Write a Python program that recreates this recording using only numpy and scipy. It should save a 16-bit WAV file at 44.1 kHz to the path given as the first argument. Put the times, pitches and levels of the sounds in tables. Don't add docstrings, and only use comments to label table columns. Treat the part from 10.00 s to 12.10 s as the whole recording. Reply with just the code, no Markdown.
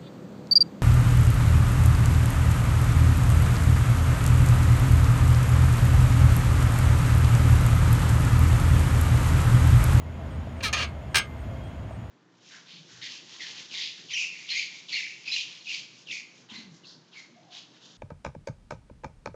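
import sys
import numpy as np
from scipy import signal
from scipy.fft import rfft, irfft
from scipy.io import wavfile
from scipy.ndimage import uniform_filter1d

SR = 44100
rng = np.random.default_rng(int(sys.argv[2]) if len(sys.argv) > 2 else 0)


def store_wav(level_fs):
    pcm = np.round(np.clip(np.atleast_2d(level_fs), -1, 1) * 32767)
    wavfile.write(sys.argv[1], SR, pcm.T.astype(np.int16))


N = 92610


# t/s, strength/dB, extra treble/dB
JUDDER_SLIPS = [(1.1450, 8.5, -7.5), (1.1552, 9, 5.5), (1.1682, 6, 5.5), (1.1818, 0.5, 8.5),
                (1.1952, 3.5, -22)]
# f/Hz, relative level/dB
JUDDER_EQ = [(220, -35), (380, -5.5), (600, -10), (780, -5.5), (890, 0.5), (1020, -8), (1210, 3),
             (1350, -1.5), (1570, 4), (1730, -0.5), (1830, -5), (2100, 4), (2400, 2), (2850, 1),
             (3500, -2.5), (4000, 1), (6400, -9), (7350, -15), (8100, -9), (9900, -13), (10600, -21.5),
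             (15500, -24)]

def judder(body):
    return ring_housing(snaps(JUDDER_SLIPS), body, JUDDER_EQ, tones_db=-7.5)


# t/s, slip rate/Hz, level/dB
SQUEAK_GLIDE = [(.625, 532, -41), (.632, 509, -24.5), (.643, 464.7, -24.5), (.66, 432.7, -27.5),
                (.672, 415, -32), (.684, 393, -33.5), (.698, 383, -57.5), (.708, 374, -70)]
# f/Hz, relative level/dB
SQUEAK_EQ = [(500, -15), (950, -8), (1130, -0.5), (1290, 5), (1480, -12.5), (1720, 0), (2000, -5.5),
             (2280, 2.5), (2900, -4.5), (3280, -3), (3600, -4.5), (4130, 5.5), (4650, -7.5), (6000, -7),
             (7200, -15.5), (10000, -20.5), (15500, -31)]

def squeak(body):
    slips = stick_slip(SQUEAK_GLIDE, jitter=.022, scatter_db=1)
    squeal = undb(-8.5) * ring(slips, mode(hz=4150, t60=.028))
    return ring_housing(slips, body, SQUEAK_EQ, tones_db=-10.5) + squeal


# t/s, slip rate/Hz, level/dB
CREAK_GLIDE = [(.728, 796, -22.5), (.741, 774.3, -25), (.75, 677, -29), (.785, 560.4, -28),
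               (.803, 497.7, -28), (.832, 439.2, -28), (.845, 389, -33.5), (.862, 266, -57)]
# f/Hz, relative level/dB
CREAK_EQ = [(500, -5.5), (850, -9), (1250, 2.5), (1480, -5), (2500, 2), (3200, 0), (3600, -5), (4450, 0),
            (5100, -11), (6600, -10), (7700, -23), (10000, -30), (15500, -49)]

def creak(body):
    slips = stick_slip(CREAK_GLIDE, jitter=.25, scatter_db=1.5)
    return ring_housing(slips, body, CREAK_EQ, tones_db=-11.5)


# t/s, strength/dB, extra treble/dB
BREAKAWAY_TICKS = [(.606, 1, -33.5), (.7282, -9, 12.5), (.7335, -6.5, 9)]
# f/Hz, relative level/dB
TICK_EQ = [(800, -29), (1500, -9), (2100, -4), (2550, 7.5), (3300, -1), (4500, 4), (5600, -8), (6500, 3),
           (7700, -15), (9500, -18), (11000, -29), (15500, -33)]

def ticks(body):
    return ring_housing(snaps(BREAKAWAY_TICKS), body, TICK_EQ, tones_db=-9)


def stick_slip(glide, jitter, scatter_db):
    times, hz, db = np.array(glide).T
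    s, slips = times[0], []
    for stretch, force in rng.standard_normal((200, 2)):
        if s < times[-1]:
            rate = np.interp(s, times, hz)
            makeup_db = 10 * np.log10(SR / rate)
            slips.append((s, np.interp(s, times, db) + makeup_db + scatter_db * force))
            s += np.exp(jitter * stretch) / rate
    return pulses(slips)


def snaps(rows):
    return sum(colour(pulses([(s, db)]), [(1210, 0), (11990, treble_db)]) for s, db, treble_db in rows)


# f/Hz, level/dB, t60/s
CLANK_TONES = [(1222, -20, .28), (1494, -14, .12), (1576, -12, .12), (1620, -11, .12), (1660, -19, .38),
               (1800, -15, .1), (2090, -23, .65), (2311, -15, .12), (2431, -14, .14), (2799, -12, .11),
               (2879, -12, .11), (3015, -19, .2), (3096, -13, .15), (3243, -16, .16), (4156, -15, .1),
               (5368, -15, .1), (6380, -7, .14), (7876, -10, .08), (8371, -15, .17), (9262, -11, .08)]
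# delay/s, relative level/dB
HOUSING_ECHOES = [(.0028, -10), (.0041, -15), (.0055, -15)]

def clank():
    t = clock()
    attack = np.minimum(undb(-18.5) + t / .0025, 1)
    wash = energy(rng.standard_normal(N) * fade(t60=.035) * attack)
    dull_noise = signal.sosfilt(signal.butter(2, 3430, fs=SR, output="sos"), rng.standard_normal(N))
    tail = undb(-10) * energy(dull_noise * fade(t60=.14))
    tones = sum(undb(db) * energy(np.sin(2 * np.pi * (hz * t + rng.random())) * fade(t60))
                for hz, db, t60 in CLANK_TONES)
    return flatten(pulses(HOUSING_ECHOES) + wash + tail), tones


def ring_housing(force, body, eq, tones_db):
    dense, tones = body
    return ring(force, energy(colour(dense + undb(tones_db) * tones, eq)))


# t/s, strength/dB
LINKAGE_KNOCKS = [(.472, -11), (1.489, -17), (1.909, -12)]

def knocks():
    return ring(pulses(LINKAGE_KNOCKS), mode(hz=646, t60=.042))


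# t/s, level/dB
WHISTLE_SWELL = [(0, -97), (1.3, -101), (1.45, -71.5), (1.65, -61.5), (1.8, -74), (2.0, -90)]
HISS_SWELL = [(0, -81), (1.05, -86), (1.3, -75), (1.6, -80), (2.1, -94)]

def sliding():
    whistle = band(hz=3250, width_hz=47) * undb(curve(WHISTLE_SWELL))
    hiss = band(hz=12100, width_hz=1700) * undb(curve(HISS_SWELL))
    return whistle + hiss


# f/Hz, relative level/dB
RUMBLE_EQ = [(15, -74), (25, -2), (43, -14), (62, 0.5), (82, -3.5), (129, -5), (178, -11), (240, -12),
             (378, -22), (631, -23.5), (848, -25), (919, -25), (3260, -38.5), (3830, -45), (6050, -51.5),
             (6730, -53.5), (7500, -55.5), (8580, -56.5), (15500, -67)]
# t/s, level/dB
RUMBLE_RIDE = [(0, -38.5), (.3, -34.5), (.9, -36.5), (1.3, -37), (1.55, -36), (1.8, -37), (2.1, -38.5)]

def rumble():
    return unit(colour(rng.standard_normal(N), RUMBLE_EQ)) * undb(curve(RUMBLE_RIDE))


# f/Hz, width/Hz, level/dB
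HOLLOW_BANDS = [(646, 70, -52), (537, 13, -60.5), (2134, 45, -67)]
# t/s, gain/dB
HOLLOW_SWELL = [(0, -3), (.18, 2), (.48, -2.5), (.6, 2), (1.1, 0), (1.3, -3), (1.55, 4), (1.9, -4),
                (2.1, -9)]

def hollows():
    return sum(undb(db) * band(hz, width) for hz, width, db in HOLLOW_BANDS) * undb(curve(HOLLOW_SWELL))


# t/s, firing rate/Hz, level/dB
ENGINE_GLIDE = [(0, 81.4, -34), (.3, 80.86, -40), (.45, 80.7, -35), (.8, 77.23, -38.5),
                (1.05, 77.35, -41.5), (1.6, 72.86, -45), (2.1, 67.3, -53.5)]
ENGINE_HARMONICS = [4, -29, -20]

def engine():
    phase = 2 * np.pi * np.cumsum(curve(ENGINE_GLIDE)) / SR
    drone = sum(undb(db) * np.sin(k * phase + 2 * np.pi * rng.random())
                for k, db in enumerate(ENGINE_HARMONICS, 1))
    return unit(drone) * undb(curve(ENGINE_GLIDE, axis=2))


# t/s, level/dB
BOOM_SWELL = [(0, -77), (1.2, -57.5), (1.52, -32.5), (1.75, -44.5), (2.1, -40)]

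def boom():
    return band(hz=103.7, width_hz=32.5) * undb(curve(BOOM_SWELL))


# f/Hz, width/Hz, level/dB
INSECT_TRILLS = [(6926, 140, -73.5), (6510, 99, -80)]

def insects(first_s=.335, every_s=.267, length_s=.07):
    from_centre_s = (clock() - first_s + every_s / 2) % every_s - every_s / 2
    gate = np.exp(-(2 * from_centre_s / length_s) ** 6) * (clock() > first_s - length_s)
    chirps = undb(-70.5) * gate * band(hz=8390, width_hz=410)
    return chirps + sum(undb(db) * band(hz, width) for hz, width, db in INSECT_TRILLS)


def undb(db):
    return 10 ** (np.asarray(db) / 20)


def unit(x):
    return x / np.sqrt(np.mean(x ** 2))


def energy(x):
    return x / np.linalg.norm(x)


def clock():
    return np.arange(N) / SR


def curve(rows, axis=1):
    rows = np.array(rows)
    return np.interp(clock(), rows[:, 0], rows[:, axis])


def fade(t60):
    return undb(-60 * clock() / t60)


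def mode(hz, t60):
    return energy(np.sin(2 * np.pi * hz * clock()) * fade(t60))


def ring(x, response):
    return signal.fftconvolve(x, response)[:N]


def colour(x, points):
    hz, db = np.array(points).T
    f = np.maximum(np.fft.rfftfreq(2 * N, 1 / SR), 1)
    gain = undb(np.interp(np.log(f), np.log(hz), db))
    cepstrum = irfft(np.log(gain))
    cepstrum[1:N] *= 2
    cepstrum[N + 1:] = 0
    return irfft(rfft(x, 2 * N) * np.exp(rfft(cepstrum)))[:N]


def flatten(x, over_hz=124):
    power = uniform_filter1d(np.abs(rfft(x)) ** 2, int(over_hz * N / SR))
    inverse_eq = np.column_stack([np.fft.rfftfreq(N, 1 / SR), -10 * np.log10(power)])
    return energy(colour(x, inverse_eq[1:]))


def band(hz, width_hz):
    f = np.fft.rfftfreq(N, 1 / SR)
    return unit(irfft(rfft(rng.standard_normal(N)) / (1 + ((f - hz) / width_hz) ** 2) ** 2, N))


def pulses(rows):
    out, taps = np.zeros(N), np.arange(-7, 9)
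    for s, db in rows:
        at = int(s * SR) + taps
        out[at % N] += undb(db) * np.sinc(at - s * SR) * np.sinc((at - s * SR) / 8)
    return out


def scene():
    body = clank()
    clutch = judder(body) + squeak(body) + creak(body) + ticks(body) + knocks() + sliding()
    return (clutch + rumble() + hollows() + engine() + boom() + insects())[None]


def record(dry, low_cut_hz=46, high_cut_hz=15900):
    thin = signal.sosfilt(signal.butter(4, low_cut_hz, "high", fs=SR, output="sos"), dry)
    return signal.sosfilt(signal.ellip(10, .2, 80, high_cut_hz, fs=SR, output="sos"), thin)


dry = scene()
out = record(dry)
store_wav(out)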